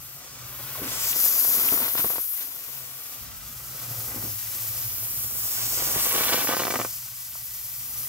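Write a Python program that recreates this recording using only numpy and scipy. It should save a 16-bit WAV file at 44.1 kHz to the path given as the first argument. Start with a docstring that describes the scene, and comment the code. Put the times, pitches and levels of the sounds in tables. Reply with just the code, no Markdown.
"""Outdoor patio: smoke bombs burn inside a carved pumpkin on a plastic crate.
Their jets, bands of fluttering noise, hiss and surge twice; each surge ends in separate pops, paired pressure pulses.
The hollow pumpkin hums, an unsteady tone over low rumble, and flame woofs and whooshes inside it.
The microphone moves in close, then backs away and sways; echoes and a scattered wash surround the source."""
import sys
import numpy as np
from scipy import signal
from scipy.fft import rfft, irfft, next_fast_len
from scipy.io import wavfile
from scipy.ndimage import uniform_filter1d

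SR = 44100
rng = np.random.default_rng(int(sys.argv[2]) if len(sys.argv) > 2 else 0)


def unload_wav(signal):
    """Save mono or channel-first audio to the path in sys.argv[1] as 16-bit WAV at rate SR, clipped to [-1, 1]."""
    wavfile.write(
        sys.argv[1],
        SR,
        np.round(np.clip(np.atleast_2d(signal).T, -1, 1) * 32767).astype(np.int16),
    )


N = 356328
TIME = np.arange(N) / SR   # s
PADDED = next_fast_len(N + 8192)   # room for filter tails
FREQ = np.maximum(np.arange(PADDED // 2 + 1) * SR / PADDED, 1)   # Hz


def from_db(db):
    """Decibels to gain."""
    return 10 ** (np.asarray(db) / 20)


def rms_one(x):
    """Scale to unit power."""
    return x / np.sqrt(np.mean(x ** 2) + 1e-20)


def in_time(rows):
    """Each column of a curve, joined by straight lines, at every sample."""
    time_s, *columns = np.transpose(rows)
    return [np.interp(TIME, time_s, column) for column in columns]


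def over_hz(points):
    """A table over frequency, joined on a log axis."""
    hz, value = np.transpose(points)
    return np.interp(np.log(FREQ), np.log(hz), value)


def filtered(x, response):
    """Apply a frequency response."""
    return irfft(rfft(x, PADDED) * response, PADDED)[..., :N]


def drift(rate_hz):
    """Random wandering with spread 1: noise falling off above a rate."""
    return rms_one(filtered(rng.standard_normal(N), 1 / (1 + (FREQ / rate_hz) ** 2)))


def bell(center_s, spread_s):
    """A smooth bump of height 1 around a moment."""
    return np.exp(-.5 * np.minimum(((TIME - center_s) / spread_s) ** 2, 100))


def swells(rows):
    """Brief rises or dips of level, in dB."""
    return sum(db * bell(center_s, spread_s) for center_s, spread_s, db in rows)


def resonance(hz, width_hz):
    """Response of one resonance, 1 at its top."""
    return 1 / (1 + 1j * (FREQ ** 2 - hz ** 2) / (FREQ * width_hz))


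# likeness of sound from all sides at the two ears: pitch_hz, correlation
EAR_LIKENESS = [(60, 0.7), (300, 0.28), (700, 0), (1500, 0), (3000, 0), (16000, 0)]


def all_round(colour):
    """Noise of a given response arriving from all sides, partly alike at the two ears."""
    alike = np.clip(over_hz(EAR_LIKENESS), -1, 1)
    mid, side = filtered(rng.standard_normal((2, N)), colour * np.sqrt([1 + alike, 1 - alike]))
    return rms_one(np.array([mid + side, mid - side]))


# draught through the hollow pumpkin, before trims: time_s, hum_db, rumble_db
DRAUGHT = [(0, -50, -53), (.2, -55.5, -62), (.4, -48, -53.5), (1.05, -46, -51.5), (1.2, -58, -56),
           (2.05, -58, -58), (2.4, -73, -67), (2.8, -51.5, -62), (3.12, -62, -66), (3.22, -57, -46.5),
           (3.5, -50.5, -51.5), (3.83, -45, -51), (3.91, -37.5, -53), (4.08, -43, -50), (4.32, -38.5, -50),
           (4.42, -48, -52.5), (4.65, -43, -53.5), (5.3, -43.5, -49.5), (5.53, -53, -53), (5.63, -44, -50),
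           (6, -49, -48), (6.55, -54, -56), (6.8, -46.5, -54), (7.2, -57, -58.5), (8.08, -48.5, -53.5)]
# its air resonance, which the hum wanders around: time_s, pitch_hz
HUM_PITCH = [(0, 135.2), (.6, 127), (1.1, 124), (2.8, 132.7), (3.8, 124), (4.2, 110.7), (4.7, 110),
             (5.5, 113.7), (6.2, 121.1), (8.08, 121.6)]
# spectrum of the rumble: pitch_hz, level_db (relative)
RUMBLE_SPECTRUM = [(20, -24), (35, -13), (45, -1), (58, -0.5), (72, -0.5), (88, -8), (108, 1.5), (135, -14),
                   (200, -10.5), (270, -14), (370, -56), (2000, -68)]
THROBS_PER_S, THROB_DEPTH = 11, 0.33   # the hum swells and sags, on average this often


def hollow_hum(waver, wander_hz, hum_trim_db, rumble_trim_db):
    """The jets blow the pumpkin like a bottle: a throbbing hum over the rumble of the billowing smoke."""
    hum_db, rumble_db = in_time(DRAUGHT)
    pitch_hz = in_time(HUM_PITCH)[0] + wander_hz * drift(8.2)
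    phase = 2 * np.pi * np.cumsum(pitch_hz) / SR
    throb_hz = THROBS_PER_S * (1 + 0.288 * drift(3.4))
    throb = 1 + THROB_DEPTH * np.cos(2 * np.pi * np.cumsum(throb_hz) / SR)
    unsteady = (1 + waver * drift(21)) * np.cos(phase) + waver * drift(23) * np.sin(phase)
    hum = from_db(hum_db + hum_trim_db) * rms_one(throb * unsteady)
    rumble = from_db(rumble_db + rumble_trim_db) * all_round(from_db(over_hz(RUMBLE_SPECTRUM)))
    return hum + rumble


def jet_noise(spectrum, flutter_db):
    """Turbulence at a vent, its level fluttering with the flow."""
    turbulence = rng.standard_normal(N) * from_db(flutter_db)
    return rms_one(filtered(turbulence, from_db(over_hz(spectrum))))


# force of the jets, before trims: time_s, sizzle_db, hiss_db
JET_FORCE = [(0.04, -47, -49), (.17, -47, -50.5), (.23, -53, -48), (0.42, -50.5, -47), (0.5, -43.5, -50),
             (0.82, -38.5, -47), (0.95, -36.5, -35.5), (1.18, -26, -32.5), (1.45, -26, -35),
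             (1.73, -26, -36), (1.88, -31, -46), (2, -28, -43), (2.2, -32.5, -45.5), (2.37, -33.5, -48),
             (2.46, -40, -49), (2.58, -41, -48), (2.76, -42, -48), (2.88, -43, -50), (3.13, -43.5, -46.5),
             (3.29, -47, -49.5), (3.55, -43.5, -48), (3.85, -40.5, -44.5), (3.92, -37.5, -43.5),
             (4.4, -37, -42), (4.7, -35, -41), (4.92, -35, -41.5), (5.34, -33.5, -41.5), (5.63, -32.5, -35),
             (6.0, -29, -33.5), (6.25, -28.5, -34.5), (6.55, -34, -35.5), (6.66, -35, -36.5),
             (6.82, -36.5, -39.5), (7.08, -42, -46.5), (7.6, -39, -45.5), (8.04, -37, -44.5)]
# vigour of the burning, which builds up and cuts out twice, before trims: time_s, sputter_db, flame_rush_db
BURN_VIGOUR = [(0.04, -62, -58), (0.75, -50.5, -44.5), (0.85, -46, -41), (0.93, -48, -40.5),
               (1.28, -48.5, -42), (1.5, -48.5, -45.5), (1.6, -44.5, -37.5), (1.76, -42.5, -39.5),
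               (1.79, -50, -39), (1.82, -37.5, -35.5), (1.88, -50, -36), (1.905, -52, -42.5),
               (1.97, -52, -40), (2.0, -45, -34.5), (2.025, -58, -43), (2.14, -45, -41.5),
               (2.19, -53, -46.5), (2.27, -77, -55), (2.42, -54, -41), (2.47, -56.5, -49),
               (3.4, -61, -50.5), (3.68, -55, -57), (3.8, -49.5, -49.5), (4.1, -50.5, -54),
               (4.23, -47, -60), (4.4, -72, -51), (4.49, -55.5, -48), (5.41, -53, -58.5),
               (5.62, -53.5, -40), (5.73, -49.5, -54), (5.8, -47.5, -43.5), (5.93, -43, -46.5),
               (5.99, -43, -37), (6.09, -44, -37), (6.15, -42, -35), (6.3, -38, -32.5), (6.44, -40, -37),
               (6.49, -35.5, -33), (6.545, -39, -40), (6.565, -48, -43), (6.6, -38, -35), (6.64, -56, -44),
               (6.77, -46, -47), (6.85, -45, -54), (6.93, -73, -54), (7.06, -70, -53), (7.22, -78, -54),
               (7.7, -72.5, -55), (8.04, -56.5, -53)]
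# spectra of the three ranges: pitch_hz, level_db (relative, per Hz)
SIZZLE_SPECTRUM = [(6000, -59), (9000, -4), (9800, -2), (10800, 1), (12000, 6), (13000, 6), (14500, 6.5),
                   (15700, 6.5), (16000, -28)]
HISS_SPECTRUM = [(1500, -51), (3300, -26), (4200, -3.5), (5000, 3), (6000, 4), (7200, 3.5), (8500, 3.5),
                 (10000, -5), (12000, -9)]
RUSH_SPECTRUM = [(200, -44), (470, -38), (590, -1.5), (720, -3.5), (950, -0.5), (1200, -0.5), (1700, -1.5),
                 (2300, -1), (3200, 1.5), (3700, 1.5), (4400, -0.5), (6000, -8), (12000, -45)]
# the jet spurts or falters for an instant: center_s, spread_s, level_db
JET_FALTERS = [(1.105, 0.016, 2.5), (1.134, 0.012, -7.5), (1.31, 0.008, 0), (6.33, 0.012, -0.5)]
# the flame flares up or sinks in the fountain: center_s, spread_s, level_db
FLAME_FLARES = [(5.8, 0.018, 4.5), (5.975, .014, 3.5), (6.158, 0.024, 4.5), (6.333, 0.023, 3),
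                (6.461, 0.01, -16)]


def jets():
    """The escaping gas in three ranges; the bright ones share part of their flutter, the lowest follows the flame."""
    sizzle_db, hiss_db = in_time(JET_FORCE)
    rush_db = in_time(BURN_VIGOUR)[1] + swells(FLAME_FLARES)
    # the flame crackles more, the harder it burns
    grain_db = np.interp(rush_db, [-50, -36], [1.2, 3.6]) * drift(310)
    flow_db = 0.8 * drift(25) + swells(JET_FALTERS)
    sizzle = from_db(sizzle_db + 4.0) * jet_noise(SIZZLE_SPECTRUM, flow_db + .5 * drift(33))
    hiss = from_db(hiss_db + 4.5) * jet_noise(HISS_SPECTRUM, flow_db + .5 * drift(28))
    rush = from_db(rush_db + 2.0) * jet_noise(RUSH_SPECTRUM, 1.7 * drift(37) + grain_db)
    return sizzle, hiss + rush


# standing waves of the hollow shell, heard through its openings: pitch_hz, width_hz, strength
SHELL_MODES = [(1160, 150, 0.34), (1517, 34, 0.75), (1970, 53, 0.99), (2303, 117, 0.66), (2780, 420, 0.25),
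               (3460, 60, 0.42), (7300, 180, 0.13)]


def shell(x, level_db):
    """Sound made inside leaves coloured by the shell's standing waves."""
    modes = sum(strength * resonance(hz, width_hz) for hz, width_hz, strength in SHELL_MODES)
    return from_db(level_db) * filtered(x, 1 + modes)


# smoke blowing across the carved mouth: time_s, level_db
MOUTH_LEVEL = [(0, -62.5), (.8, -52), (1.1, -55), (2.3, -66), (3.1, -62), (3.95, -56), (4.35, -65.5),
               (5.5, -56), (8.08, -86)]


def mouth_whistle(hz, width_hz):
    """Smoke across the carved mouth: noise through a broad resonance, an airy, barely pitched whistle."""
    air = filtered(rng.standard_normal(N), resonance(hz, width_hz) ** 2)
    return from_db(in_time(MOUTH_LEVEL)[0]) * rms_one(air)


def blast(t, ms, front=0.3, back=0.61, suction=0.62):
    """A puff of gas: a steep compression, then a longer rarefaction of equal area."""
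    u = t * 1000 / ms   # time in units of compression to rarefaction
    push = np.exp(-.5 * (u / front) ** 2)
    early_pull = np.exp(-.5 * ((u - 1) / back) ** 2) / back * suction
    late_pull = np.exp(-.5 * (u - 2) ** 2) * (1 - suction)
    return push - front * (early_pull + late_pull)


def sputter(per_s, ms, spread_db, clump_db):
    """Grains of the charge flare at random and in clumps, each a small blast, in three lengths."""
    born = rng.random(N) < per_s * from_db(clump_db * drift(25)) / SR
    sizes = born * from_db(spread_db * np.minimum(rng.exponential(1, N), 3))
    length_class = rng.integers(0, 3, N)
    t = np.arange(-256, 512) / SR
    total = np.zeros(N)
    for k, scale in enumerate((.6, 1, 1.6)):
        shape = blast(t, ms * scale)
        grains = sizes * (length_class == k)
        total += signal.oaconvolve(grains, shape - shape.mean())[256:256 + N]
    return rms_one(total)


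# resonances that colour the long puffs: pitch_hz, width_hz, level_db (relative)
CAVITY_MODES = [(124, 45, 1), (252.5, 47, 4), (354, 73, -4), (497, 54, 0), (680, 100, -34)]
# long puffs follow the sputter up to a ceiling; above it only the short crackle grows
PUFF_DB, PUFF_CEILING_DB = -2.5, -44.5


def burning(crackle_db, uneven_db, crackle_low_hz, ring_db):
    """Fine crackle, slower puffs and single pops; puffs and pops set the cavity ringing."""
    vigour_db = in_time(BURN_VIGOUR)[0] + swells(FLAME_FLARES)
    unsteady = from_db(uneven_db * drift(4.0))
    cavity = sum(from_db(db) * resonance(hz, width_hz) for hz, width_hz, db in CAVITY_MODES)
    thin = signal.butter(2, crackle_low_hz, "high", fs=SR, output="sos")
    short_grains = sputter(per_s=800, ms=0.39, spread_db=3.5, clump_db=3.5)
    crackle = from_db(vigour_db + crackle_db) * rms_one(signal.sosfilt(thin, short_grains))
    long_grains = sputter(per_s=400, ms=0.51, spread_db=3.5, clump_db=2.5)
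    puff_db = np.minimum(vigour_db + PUFF_DB, PUFF_CEILING_DB)
    puffs = from_db(puff_db) * rms_one(filtered(long_grains, cavity))
    popping = pops(level_db=-1.45)
    ringing = from_db(ring_db) * filtered(popping, cavity)
    return unsteady * (crackle + puffs) + popping + ringing


# a whoosh falls into the first woof: start_s, end_s, from_hz, to_hz, level_db
FALLING_WHOOSH = (.742, .835, 1430, 300, -41)


def whoosh(width_hz):
    """A narrow band of noise sliding down in pitch."""
    start_s, end_s, from_hz, to_hz, level_db = FALLING_WHOOSH
    along = np.clip((TIME - start_s) / (end_s - start_s), 0, 1)
    phase = 2 * np.pi * np.cumsum(from_hz * (to_hz / from_hz) ** along) / SR
    band = drift(width_hz) * np.cos(phase) + drift(width_hz) * np.sin(phase)
    return from_db(level_db) * np.sin(np.pi * along) * band


# low woofs of flame inside the shell: start_s, decay_s, body_db, opening_blast_db
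FLAME_WOOFS = [(0.8193, 0.048, -35.5, -24), (1.7207, 0.019, -28, -26), (1.994, 0.022, -37.5, -30),
               (2.044, 0.012, -30, -27), (4.161, 0.045, -41, -34), (4.24, 0.027, -39, -31),
               (4.552, 0.0068, -48.5, -38), (5.9645, 0.016, -31, -22.5)]
WOOF_FRONT_MS, WOOF_ATTACK_S = 1.6, 0.0045   # length of the opening blast; rise of the body


def woofs(hz, width_hz):
    """A gush of flame opens with a slow blast and stirs the cavity's second resonance, which dies away."""
    body, fronts = np.zeros(N), np.zeros(N)
    for start_s, decay_s, body_db, front_db in FLAME_WOOFS:
        age = np.maximum(TIME - start_s, 0)
        rise = 1 - np.exp(-age / WOOF_ATTACK_S)
        body += from_db(body_db) * rise * np.exp(-np.minimum(age / decay_s, 20))
        fronts += from_db(front_db) * blast(np.clip(TIME - start_s, -.05, .05), WOOF_FRONT_MS)
    stirred = filtered(rng.standard_normal(N), resonance(hz, width_hz) ** 2)
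    return body * rms_one(stirred) + fronts


def blasts(rows, shock, shock_ms):
    """Single blasts from rows of (s, dB, ms), each with a snap at its crest, weaker in the quiet ones."""
    out = np.zeros(N)
    for start_s, db, ms in rows:
        near = slice(int((start_s - .005) * SR), int((start_s + .015) * SR))
        t = TIME[near] - start_s
        edge = -t * 1000 / shock_ms
        snap = shock * min(from_db(db + 26), 1) * edge * np.exp(-.5 * edge ** 2)
        out[near] += from_db(db) * (blast(t, ms, front=0.28, back=0.4, suction=0.95) + snap)
    return out


# the loudest pops of gas, as each surge ends, before trims: start_s, level_db, compression_to_rarefaction_ms
LOUD_POPS = [(1.163, -25.5, 0.6), (1.2614, -21.5, 0.32), (1.4488, -22.5, 0.38), (1.478, -27, 0.42),
             (1.49, -31, .5), (1.55, -31, 0.8), (1.5759, -29.5, 1), (1.5842, -23, 0.28), (1.6485, -34, .5),
             (1.7254, -20, 0.37), (1.7381, -25, 0.47), (1.7748, -20.5, 0.36), (1.8051, -26, 0.59),
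             (1.8347, -28.5, 0.7), (1.8458, -22, 0.3), (1.8657, -28, 0.26), (1.8806, -21, 0.3),
             (1.9528, -20, 0.46), (1.9801, -19, 0.21), (1.9946, -22, 0.29), (2.0047, -18, 0.22),
             (2.0436, -21, 0.38), (2.046, -17.5, 0.55), (2.1038, -20, 0.43), (2.1346, -28, .45),
             (2.158, -24, 0.42), (2.1827, -20, 0.46), (5.8038, -24.5, 0.45), (5.8234, -25.5, 0.72),
             (5.8718, -27, .55), (5.9598, -21, 0.47), (6.0419, -27, .35), (6.0558, -23, 0.52),
             (6.0674, -22, 0.51), (6.1128, -22, .32), (6.14, -20, 0.4), (6.151, -21, 0.48),
             (6.1569, -19, 0.66), (6.1683, -25, .4), (6.1798, -20, 0.65), (6.2092, -16, .4),
             (6.2423, -26, 0.32), (6.2647, -24, 0.25), (6.2916, -23, 0.33), (6.3248, -21, 1),
             (6.329, -15, 0.28), (6.3434, -17.5, 0.79), (6.378, -17, 0.5), (6.4378, -29, 0.22),
             (6.4432, -22, 0.41), (6.4476, -18.5, 0.42), (6.473, -14, 0.21), (6.4891, -20, 0.36),
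             (6.4926, -17, 0.73), (6.4991, -19, 0.24), (6.509, -23, 0.33), (6.5116, -17, 0.35),
             (6.5172, -20, 0.29), (6.5263, -15, .3), (6.5361, -12, 0.38), (6.5474, -15.5, 0.28),
             (6.5684, -14, 0.4), (6.5941, -17, 0.24), (6.5996, -15.5, 0.46), (6.6053, -19, 0.5),
             (6.6204, -16, 0.49), (6.6358, -14, 0.24), (6.6524, -16.5, 0.55), (6.67, -14, 0.33),
             (6.6808, -15, 0.47), (6.7032, -18, 0.65), (6.7066, -16, 0.24), (6.7092, -16.5, 0.098),
             (6.7235, -18.5, .4), (6.7403, -15, 0.42), (6.7453, -17, .45), (6.7562, -21, 0.38),
             (6.7572, -12.5, 0.24), (6.7604, -17.5, 0.47), (6.7912, -17.5, 0.52), (6.7996, -14, 0.47),
             (6.8144, -17.5, 0.43), (6.8161, -17.5, 0.18), (6.8494, -16.5, 0.42)]
# lesser pops fall at random while a fuse throws sparks: start_s, end_s, typical level_db before trims
SPARK_FOUNTAINS = [(0.88, 1.418, -35), (1.417, 1.876, -29.5), (5.781, 6.101, -29.5), (6.101, 6.436, -24),
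                   (6.471, 6.545, -22)]
SPARK_POP_MS, SPARK_POPS_PER_S = 0.22, 93   # typical length; rate
SPARK_SPREAD_DB = 6   # quietest to loudest within a fountain


def pops(level_db):
    """The loud pops and the lesser ones among the sparks, as single blasts of gas."""
    lesser = []
    for start_s, end_s, typical_db in SPARK_FOUNTAINS:
        for slot_s in np.arange(start_s, end_s, 1 / SPARK_POPS_PER_S):
            late, size, length = rng.random(3) - .5
            pop_db = typical_db + SPARK_SPREAD_DB * size
            lesser.append((slot_s + late / SPARK_POPS_PER_S, pop_db, SPARK_POP_MS * 2 ** length))
    return from_db(level_db) * blasts(list(LOUD_POPS) + lesser, shock=0.69, shock_ms=0.079)


# brief ticks and knocks, each around one pitch: center_s, level_db, pitch_hz, spread_ms
TICKS_AND_KNOCKS = [(1.131, -22, 3100, 0.25), (1.688, -19.5, 2740, 0.32), (6.1275, -6, 11000, 0.043),
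                    (6.653, -15.5, 4170, .1), (7.354, -36, 1110, 0.55), (7.357, -36, 950, 0.45)]


def ticks():
    """Short bursts of a cosine under a smooth bump."""
    return sum(from_db(db) * bell(center_s, ms / 1000) * np.cos(2 * np.pi * hz * (TIME - center_s))
               for center_s, db, hz, ms in TICKS_AND_KNOCKS)


# the microphone's path: time_s, left_ear_delay_ms, nearness to the pumpkin (0-1), paving_echo_delay_ms
MIC_PATH = [(0, -0.082, 0.03, 6), (.7, -0.056, 0.6, 4.6), (1.15, -0.16, 0.76, 4.5), (2.6, -0.16, 0.8, 4.33),
            (3.2, -0.064, 0.1, 4.2), (3.8, 0.031, 0, 5.35), (4.35, -0.045, 0, 5.9), (5, 0.081, 0.23, 5.8),
            (5.7, .14, 0.55, 6.1), (6.2, 0.091, 0.42, 6.2), (7, 0.018, 0.16, 5.3), (8.08, 0.031, 0.07, 4.9)]
# near echoes off shell and crate: delay_ms from afar, added_ms close up, gain
NEAR_ECHOES = [(1.5, 0.664, 0.2), (2.5, 0.4, 0.23)]
PAVING_GAIN = 0.4


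def patio(x, echo_low_hz, echo_high_hz):
    """Direct sound and near echoes reach the ears one after the other."""
    lag_ms, nearness, paving_ms = in_time(MIC_PATH)
    # small, rough surfaces mirror neither long nor very short waves
    long_waves_lost = 1 + (echo_low_hz / FREQ) ** 4
    short_waves_lost = 1 + (FREQ / echo_high_hz) ** 2
    mirrored = filtered(x, 1 / np.sqrt(long_waves_lost * short_waves_lost))
    echoes = [(ms + added_ms * nearness, gain) for ms, added_ms, gain in NEAR_ECHOES]
    echoes.append((paving_ms, PAVING_GAIN))
    near = x + sum(gain * np.interp(TIME - ms / 1000, TIME, mirrored) for ms, gain in echoes)
    half_lag = lag_ms * SR / 2000   # samples
    fine = irfft(rfft(near, PADDED), 4 * PADDED) * 4   # four times the rate, for smooth delays
    return np.array([np.interp(4 * (np.arange(N) + side * half_lag), np.arange(len(fine)), fine)
                     for side in (-1, 1)])


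# how much of the shading each frequency gets: pitch_hz, share
TREBLE_SHADE = [(8800, 0.057), (10300, 1.1), (12500, 1.09), (14000, 0.93), (15800, 0.26)]
SHADE_DB, SHADE_DB_PER_MS = 7, -24   # left-right head-on; per ms of left-ear delay


def shaded(ears):
    """The microphone's housing favours one ear in the top treble, by an amount that follows its turning."""
    shade_db = SHADE_DB + SHADE_DB_PER_MS * in_time(MIC_PATH)[0]
    turned = np.clip(shade_db / 10, -.2, 1.2)
    # blend towards a full 10 dB of shading
    full = filtered(ears, from_db(10 * over_hz(TREBLE_SHADE) * np.array([[.5], [-.5]])))
    return ears + turned * (full - ears)


def scatter(x, decay_s):
    """Foliage, paving and moving smoke return a diffuse wash with the source's colour, trailing its power."""
    colour = np.sqrt(np.abs(uniform_filter1d(np.abs(rfft(x, PADDED)) ** 2, size=400)))
    keep = np.exp(-1 / (decay_s * SR))
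    power = signal.lfilter([1 - keep], [1, -keep], x ** 2 + 1e-18)
    return np.sqrt(power) * all_round(colour)


# share of the jets' power straight from the vents, the rest is scattered: time_s, sizzle_share, hiss_share
STRAIGHT_SHARE = [(0, 0.32, 0.4), (.3, 0.45, 0.44), (.9, 0.39, 0.37), (1.15, 0.6, 0.69), (1.5, 0.51, 0.72),
                  (2.3, 0.44, 0.31), (2.5, .34, 0.28), (5.5, 0.15, 0.57), (6.7, 0.24, 0.69),
                  (7.2, 0.24, 0.63), (8.08, .33, 0.53)]
# colour of the two ears: pitch_hz, left_minus_right_db
EAR_BALANCE = [(150, -0.5), (500, 0.5), (1000, -3), (2200, -0.5), (4000, -0.5), (8000, 0.5), (12000, -3)]
WASH_FAR_DB, WASH_NEAR_DB = -4.5, -4   # scattered flame from afar; change right at the pumpkin


def scene():
    """All the burning comes from one spot, the pumpkin; close to it the flame's wash falls behind the direct sound."""
    sizzle, hiss = jets()
    hiss = shell(hiss, level_db=-1.33)
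    fire = burning(crackle_db=-1.3, uneven_db=1.5, crackle_low_hz=476, ring_db=-3.5)
    flare = shell(fire, level_db=-0.83) + woofs(hz=269, width_hz=185) + whoosh(width_hz=91)
    sizzle_share, hiss_share = np.clip(in_time(STRAIGHT_SHARE), .01, .99)
    straight = np.sqrt(sizzle_share) * sizzle + np.sqrt(hiss_share) * hiss
    source = straight + flare + mouth_whistle(hz=1320, width_hz=450)
    direct = patio(source, echo_low_hz=560, echo_high_hz=7000)
    sizzle_wash = np.sqrt(1 - sizzle_share) * scatter(sizzle, decay_s=0.008)
    hiss_wash = np.sqrt(1 - hiss_share) * scatter(hiss, decay_s=0.0074)
    wash_db = WASH_FAR_DB + WASH_NEAR_DB * in_time(MIC_PATH)[1] ** 2
    low_wash = from_db(wash_db) * scatter(flare, decay_s=0.0061)
    hum = hollow_hum(waver=0.51, wander_hz=3.08, hum_trim_db=-3.0, rumble_trim_db=-0.5)
    ears = shaded(direct + sizzle_wash + hiss_wash) + low_wash + ticks() + hum
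    return filtered(ears, from_db(over_hz(EAR_BALANCE) * np.array([[.5], [-.5]])))


CUTOFF_HZ = 16000


def record(dry):
    """The microphone's signal loses the deepest bass, gently, and the top, steeply."""
    bass_cut = signal.sosfilt(signal.butter(2, 28, "high", fs=SR, output="sos"), dry)
    return filtered(bass_cut, 1 / np.sqrt(1 + (FREQ / CUTOFF_HZ) ** 400))


dry = scene()
out = record(dry)
unload_wav(out)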